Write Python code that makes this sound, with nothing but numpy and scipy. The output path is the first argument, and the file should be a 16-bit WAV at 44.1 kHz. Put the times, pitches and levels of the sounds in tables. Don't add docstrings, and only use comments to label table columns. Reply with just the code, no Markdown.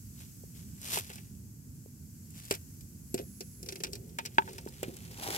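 import sys
import numpy as np
from scipy import signal
from scipy.fft import rfft, irfft, next_fast_len
from scipy.io import wavfile
from scipy.ndimage import uniform_filter1d, map_coordinates

SR = 44100
rng = np.random.default_rng(int(sys.argv[2]) if len(sys.argv) > 2 else 0)


def unload_wav(signal):
    wavfile.write(
        sys.argv[1],
        SR,
        np.round(np.clip(np.atleast_2d(signal).T, -1, 1) * 32767).astype(np.int16),
    )


N = 236903


def amp(db):
    return 10 ** (np.asarray(db) / 20)


def unit(x):
    return x / np.sqrt(np.mean(x ** 2) + 1e-20)


def along(points, hz):
    f, v = np.transpose(points)
    return np.interp(np.log(hz + 1), np.log(f + 1), v)


def curve(rows):
    s, values = np.transpose(rows)
    return np.interp(np.arange(N) / SR, s, values)


def wobble(rate):
    knots = rng.standard_normal(int(N * rate / SR) + 4)
    return map_coordinates(knots, [np.arange(N) * rate / SR])


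def ramp(start, length):
    return np.clip((np.arange(N) / SR - start) / length, 0, 1)


def strokes(rows):
    t = np.arange(N) / SR
    power = 0
    for s, db, rise, fall in rows:
        drop_db = 20 * np.maximum((s - t) / rise, (t - s) / fall)
        power = power + amp(db - drop_db) ** 2
    return np.sqrt(power)


def filtered(x, response):
    m = next_fast_len(N + SR // 2)
    return irfft(rfft(x, m) * response(np.fft.rfftfreq(m, 1 / SR)), m)[..., :N]


def coloured(x, spectrum, size=4096):
    level_db = np.maximum(along(spectrum, np.fft.rfftfreq(size, 1 / SR)), -100)
    cepstrum = irfft(np.log(amp(level_db)))
    cepstrum[1:size // 2] *= 2
    cepstrum[size // 2 + 1:] = 0
    kernel = irfft(np.exp(rfft(cepstrum)))
    return signal.fftconvolve(x, kernel[None] / np.linalg.norm(kernel), axes=1)[:, :N]


def blend(pair, alike):
    def shares(hz):
        turn = np.arccos(np.clip(along(alike, hz), -1, 1)) / 2
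        return np.array([np.cos(turn), np.sin(turn)])

    mid, side = filtered(pair, shares)
    return np.array([mid + side, mid - side])


def add(track, s, sound):
    start = round(s * SR)
    track[..., start:start + sound.shape[-1]] += sound[..., :N - start]


def ring(modes, scatter_db, detune, rise, size=8000):
    t = np.arange(size) / SR
    waves = np.zeros(size)
    for hz, db, t60 in modes:
        strength, bend = rng.standard_normal(2)
        decay = amp(db + scatter_db * strength - 60 * t / t60)
        waves += decay * np.sin(2 * np.pi * hz * (1 + detune * bend) * t)
    return waves * (1 - np.exp(-t / rise))


def tear(rise, t60, spiky_db, size=3000):
    t = np.arange(size) / SR
    fibres = amp(spiky_db * unit(uniform_filter1d(rng.standard_normal(size), size=12)))
    envelope = (1 - np.exp(-t / rise)) ** 2 * amp(-60 * t / t60)
    burst = rng.standard_normal((2, size)) * fibres * envelope
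    return unit(burst) * np.sqrt(SR / 100 / size)


# f/Hz, likeness/0-1
NEAR_LIKENESS = [(400, 1), (1500, 0.71), (5000, 0.56), (14000, 0.21)]


def grains(spectrum, rate, spread_db, smooth):
    sizes = amp(spread_db * np.clip(rng.standard_normal(N), -2, 2))
    clicks = (rng.random(N) < rate / SR) * sizes
    envelope = signal.lfilter([1], [1, -np.exp(-1 / 36)], clicks)
    noise = rng.standard_normal((2, N)) * (unit(envelope) + smooth)
    return unit(blend(coloured(noise, spectrum), NEAR_LIKENESS))


# f/Hz, relative level/dB
RUMBLE_COLOUR = [(12, -62), (20, -49), (32, -39.5), (41, -28), (54, -2), (102, 1), (157, -2.5), (242, -7),
                 (317, -18), (387, -23.5), (447, -25.5), (498, -33.5), (715, -38.5), (921, -40),
                 (1500, -47), (1950, -62), (3300, -120)]
HISS_COLOUR = [(590, -42), (1000, -15), (1300, -15), (1480, -8.5), (1720, -11), (2660, -11.5), (2880, -13),
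               (3750, -15), (4610, -6), (6150, -0.5), (7920, 2), (9090, -4.5), (11600, 1.5), (15600, -5)]
# t/s, level/dB
HISS_LEVEL = [(0, -56), (0.7, -56), (1.6, -59.5), (2.6, -56.5), (4.6, -59.5)]
# f/Hz, likeness/0-1
AIR_LIKENESS = [(30, 0.81), (100, 0.968), (300, 0.822), (700, 0.16), (1500, 0.023), (15000, 0.043)]
RUMBLE_DB = -48.5
STEAM_DB = 1.5


def air():
    def rush(colour):
        noise = filtered(rng.standard_normal((2, N)), lambda hz: amp(along(colour, hz)))
        return unit(blend(noise, AIR_LIKENESS))

    rumble_db = RUMBLE_DB + 1.1 * wobble(7)
    hiss_db = curve(HISS_LEVEL) + STEAM_DB * pore() + .35 * wobble(5)
    return amp(rumble_db) * rush(RUMBLE_COLOUR) + amp(hiss_db) * rush(HISS_COLOUR)


# t/s of the peak, level/dB, rise by 20 dB/s, fall by 20 dB/s
SOLE_STROKES = [(0.21, -52.5, 0.08, 0.1266), (0.57, -55.5, 0.05, .17), (0.85, -44, 0.0457, 0.25),
                (0.955, -30, 0.1134, 0.0732), (1.1, -50.5, 0.2065, 0.2264), (2.38, -51, .09, .23),
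                (2.555, -44.5, 0.1672, 0.0179)]
# f/Hz, relative level/dB
GRIT_COLOUR = [(150, -8.5), (400, -7.5), (1000, -7), (1500, -5), (2700, -2.5), (3700, -2.5), (6000, -1.5),
               (8000, -2.5), (10000, -3), (14000, -3.5), (16000, -18.5)]


def scuffs():
    sand = grains(GRIT_COLOUR, rate=800, spread_db=4, smooth=.7)
    return strokes(SOLE_STROKES) * sand


# t/s, level/dB, f/Hz
GAS_POPS = [(0.437, -36, 440), (0.9728, -13.5, 878), (1.1, -38.5, 481), (1.86, -36.5, 429),
            (2.511, -13.5, 424), (2.5115, -19, 888), (3.1421, -21, 242.3), (4.663, -24.5, 367),
            (4.83, -18.5, 504), (4.882, -28, 215)]


def pops(cycles=6, rise=0.00048, size=3000):
    out, t = np.zeros(N), np.arange(size) / SR
    for s, db, hz in GAS_POPS:
        push = amp(db - 60 * t * hz / cycles) * (1 - np.exp(-t / rise))
        add(out, s, push * np.sin(2 * np.pi * hz * t))
    return out


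# t/s, level/dB, brightness (fine up, coarse down)/dB,
# snap of the middle fibres over the level/dB, level of the thud in the hollow/dB
SPLITS = [(0.814, -53, 5.5, 0, -56), (0.973, -43.5, -6.5, -8, -31), (0.985, -40, 5, -9.5, -55),
          (1.101, -50, -3, -11.5, -42.5), (1.133, -53.5, 3.5, 1, -69), (1.156, -52, 4, -3, -65.5),
          (1.18, -59, -5.5, 1.5, -56), (2.304, -64, 11.5, -5.5, -67), (2.451, -57, 7.5, -2, -64),
          (2.509, -30, 1, -2.5, -26), (2.522, -45.5, 8.5, -5, -38), (2.538, -45, -0.5, 0.5, -50.5),
          (2.549, -47.5, 4, -1, -59.5), (2.807, -61, 8.5, 1.5, -60), (3.142, -40, 7, -1, -20),
          (3.177, -49.5, -2.5, 1, -52.5), (3.188, -49.5, -0.5, 0.5, -33), (3.406, -48, 3, 5.5, -31.5),
          (3.628, -52, 7, 2.5, -37), (3.66, -54.5, 4, 2.5, -49.5), (3.687, -46, 1, 8.5, -44.5),
          (3.722, -47.5, 3, 3, -34.5), (3.756, -47.5, 2, 2, -44), (3.802, -52, -2, 3.5, -31.5),
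          (3.835, -37, 0.5, 4, -35), (3.844, -46.5, 2.5, 3.5, -36), (3.867, -53.5, -2, 2.5, -54),
          (3.931, -48, 7, 6, -40), (3.953, -51, 4, 5.5, -39), (4.185, -38, -3, -5.5, -40.5),
          (4.251, -45, -0.5, 2, -38), (4.258, -43, 2, 5, -49), (4.489, -58, -1.5, 4.5, -35),
          (4.581, -48.5, -0.5, 2.5, -47), (4.829, -39, 0.5, -7.5, -28.5), (4.966, -51.5, 4, -4.5, -56),
          (5.112, -55, 3, 0, -48.5)]
# f/Hz, level/dB, t60/s
HOLLOW_MODES = [(258, -7, 0.0124), (378.06, -2, 0.0672), (423, -5, 0.0381), (497.8, -14.5, 0.109),
                (687.5, -14, 0.0507)]
# f/Hz, relative level/dB
CRACK_COLOUR = [(300, -18), (750, -1.5), (1100, -10.5), (1550, -2.5), (1950, -5), (2500, 1.5), (3100, -4),
                (4000, -9.5), (8000, -27.5)]
SNAP_COLOUR = [(1500, -31.5), (3000, -14), (3800, -5.5), (4600, -0.5), (5800, 0.5), (7000, -11.5),
               (9500, -20.5)]
SPIT_COLOUR = [(3000, -38.5), (6000, -9), (7600, 7.5), (9700, -3), (11500, 1.5), (14000, -6.5),
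               (16000, -3.5)]


def snaps():
    thuds = np.zeros(N)
    coarse, middle, fine = np.zeros((3, 2, N))
    for s, db, bright_db, snap_db, thud_db in SPLITS + ticks():
        hollow = ring(HOLLOW_MODES, scatter_db=2.5, detune=.015, rise=.003)
        add(thuds, s + 0.00105, amp(thud_db) * hollow)
        add(coarse, s, amp(db - bright_db) * tear(rise=0.00044, t60=0.0736, spiky_db=4))
        add(middle, s, amp(db + snap_db) * tear(rise=0.00072, t60=0.0448, spiky_db=5.0))
        add(fine, s, amp(db + bright_db) * tear(rise=0.00055, t60=0.0227, spiky_db=2.5))
    crack, snap = coloured(coarse, CRACK_COLOUR), coloured(middle, SNAP_COLOUR)
    spit = coloured(fine, SPIT_COLOUR)
    return thuds + blend(crack + snap + spit, NEAR_LIKENESS)


PORE_OPENS_S, PORE_CLOSES_S = 3.034, 3.83
PORE_FADE_S = 0.103


def pore():
    opening = ramp(PORE_OPENS_S, PORE_FADE_S)
    closing = ramp(PORE_CLOSES_S - PORE_FADE_S / 2, PORE_FADE_S)
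    return np.sqrt(opening * (1 - closing))


SURGE_S, SURGE_RISE_S, SURGE_HOLD_S, SURGE_SAG_S = 3.09, 0.0455, .08, 0.076
WHISTLE_HZ, SURGE_HZ = 11095, 345
WHISTLE_DB, SURGE_DB = -62.5, 2


def whistle():
    sagging = np.maximum(np.arange(N) / SR - SURGE_S - SURGE_RISE_S - SURGE_HOLD_S, 0)
    surge = ramp(SURGE_S, SURGE_RISE_S) * np.exp(-sagging / SURGE_SAG_S)
    pitch_hz = WHISTLE_HZ + SURGE_HZ * surge + 9 * wobble(120) + 12 * wobble(8)
    level_db = WHISTLE_DB + SURGE_DB * surge + wobble(30)
    sine = np.sqrt(2) * np.sin(2 * np.pi * np.cumsum(pitch_hz) / SR)
    return pore() * amp(level_db) * sine * amp([[-3], [2.5]])


# t/s of the peak, level/dB, rise by 20 dB/s, fall by 20 dB/s
RUBBING_STROKES = [(3.197, -37.5, 0, 0.0509), (3.68, -52.5, 0.1058, 0.39), (3.85, -50, 0.1625, 0.49),
                   (4.23, -57, 0.01, 0.14), (4.49, -54, 0.1842, 0.5), (4.885, -43.5, 0.0679, 0.08),
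                   (5.1, -61.5, 0.28, 0.56)]
BARK_DB = -14.5


def rubbing():
    hollow = ring(HOLLOW_MODES, scatter_db=0, detune=0, rise=.001)
    rub = signal.fftconvolve(rng.standard_normal(N), hollow)[:N]
    bark = grains(GRIT_COLOUR, rate=150, spread_db=4, smooth=.4)
    return strokes(RUBBING_STROKES) * (unit(rub) + amp(BARK_DB) * bark)


TICKS_FROM_S, TICKS_TO_S = 3.6, 5.2
TICK_DB, TICK_BRIGHT_DB, TICK_SNAP_DB, TICK_THUD_DB, TICK_SPREAD_DB = -65, 7, 4.5, -64.5, 2


def ticks(count=20):
    rows = []
    for s in rng.uniform(TICKS_FROM_S, TICKS_TO_S, count):
        size, bright, snap = TICK_SPREAD_DB * rng.standard_normal(3)
        rows.append((s, TICK_DB + size, TICK_BRIGHT_DB + bright, TICK_SNAP_DB + snap, TICK_THUD_DB + size))
    return rows


# t/s, level/dB
BOTTLE_KNOCKS = [(4.1875, -33), (4.204, -52), (4.3832, -15), (4.421, -43), (4.477, -45.5), (4.485, -47.5),
                 (4.585, -49.5), (4.674, -49.5)]
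# f/Hz, level/dB, t60/s
BOTTLE_MODES = [(385.5, -9.5, 0.064), (912.5, 5, 0.0615), (1545, 5.5, 0.0226), (1668.5, 3, 0.023),
                (1858, 6, 0.0063), (2270, -1, 0.00675), (2620, -18.5, 0.0087), (3084, -5.5, 0.0134)]
GRIP_LOSS_DB_PER_S = 140


def bottle():
    body, grit = np.zeros(N), np.zeros((2, N))
    held = [(hz, db, 60 / (60 / t60 + GRIP_LOSS_DB_PER_S)) for hz, db, t60 in BOTTLE_MODES]
    for s, db in BOTTLE_KNOCKS:
        add(body, s, amp(db) * ring(held, scatter_db=.7, detune=.003, rise=.0003))
        add(grit, s - .001, amp(db - 14) * tear(rise=.0008, t60=.028, spiky_db=2))
    return body + blend(coloured(grit, CRACK_COLOUR), NEAR_LIKENESS)


# t/s of the peak, level/dB, rise by 20 dB/s, fall by 20 dB/s
BAG_STROKES = [(4.56, -55, 0.5658, 0.03), (4.8, -56, 0.44, .5), (5.05, -56, 0.41, 0.45),
               (5.23, -42, 0.1033, 0.92), (5.37, -35.5, 0.221, 0.5)]
FOLD_FLAPS = [(5.28, -41, 0.1, 0.14), (5.355, -43.5, 0.1, 0.57)]
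# f/Hz, relative level/dB
CRINKLE_COLOUR = [(600, -32.5), (1100, -5.5), (2000, 0.5), (4000, -1.5), (8000, -2.5), (13000, -5),
                  (16000, -13.5)]
FLAP_COLOUR = [(150, -20), (380, 0), (580, -7), (830, 1), (1100, -9), (2500, -25)]
FLUTTER_DB = -13


def bag():
    vigour = strokes(BAG_STROKES)
    creases = grains(CRINKLE_COLOUR, rate=800, spread_db=3.7, smooth=.7)
    folds = grains(FLAP_COLOUR, rate=400, spread_db=3, smooth=.8)
    flapping = vigour * amp(FLUTTER_DB) + strokes(FOLD_FLAPS)
    return vigour * creases + flapping * folds


# t/s, lead/ms
LEFT_LEAD = [(0, 0.3393), (3.2, 0.4168), (4.25, 0.3717), (4.4, 0.357), (5.3, 0.2787)]


def ports(x):
    late = np.arange(N) - curve(LEFT_LEAD) * SR / 1000
    return np.array([x[0], map_coordinates(x[1], [late], order=5)])


# f/Hz, t60/s
BANK_DECAY = [(300, .2), (1500, .07), (10000, .05)]


def bank(x):
    hz, t, z = signal.stft(rng.standard_normal((2, SR // 3)), SR, nperseg=256)
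    decay = amp(-60 * t / along(BANK_DECAY, hz)[:, None])
    tail = signal.istft(z * decay, SR, nperseg=256)[1]
    delayed = np.pad(tail, ((0, 0), (SR // 200, 0))) / np.linalg.norm(tail[0])
    return signal.fftconvolve(x, delayed, axes=1)[:, :N]


def scene():
    near = ports(scuffs() + pops() + snaps() + rubbing() + bottle() + bag())
    scatter = amp(-22) * bank(near)
    return near + scatter + whistle() + air()


# f/Hz, left over right/dB
PORT_TILT = [(60, -2.5), (200, -2.5), (450, -2.5), (800, 0), (1450, -3.5), (2000, -0.5), (5000, 0),
             (12000, 1.5)]
LOW_CUT_HZ, TOP_HZ = 31.6, 15800


def record(dry):
    def response(hz):
        tilt = amp(np.outer([.5, -.5], along(PORT_TILT, hz)))
        low_cut = (1j * hz / (LOW_CUT_HZ + 1j * hz)) ** 2
        return tilt * low_cut * (hz < TOP_HZ)

    return filtered(dry, response)


dry = scene()
out = record(dry)
unload_wav(out)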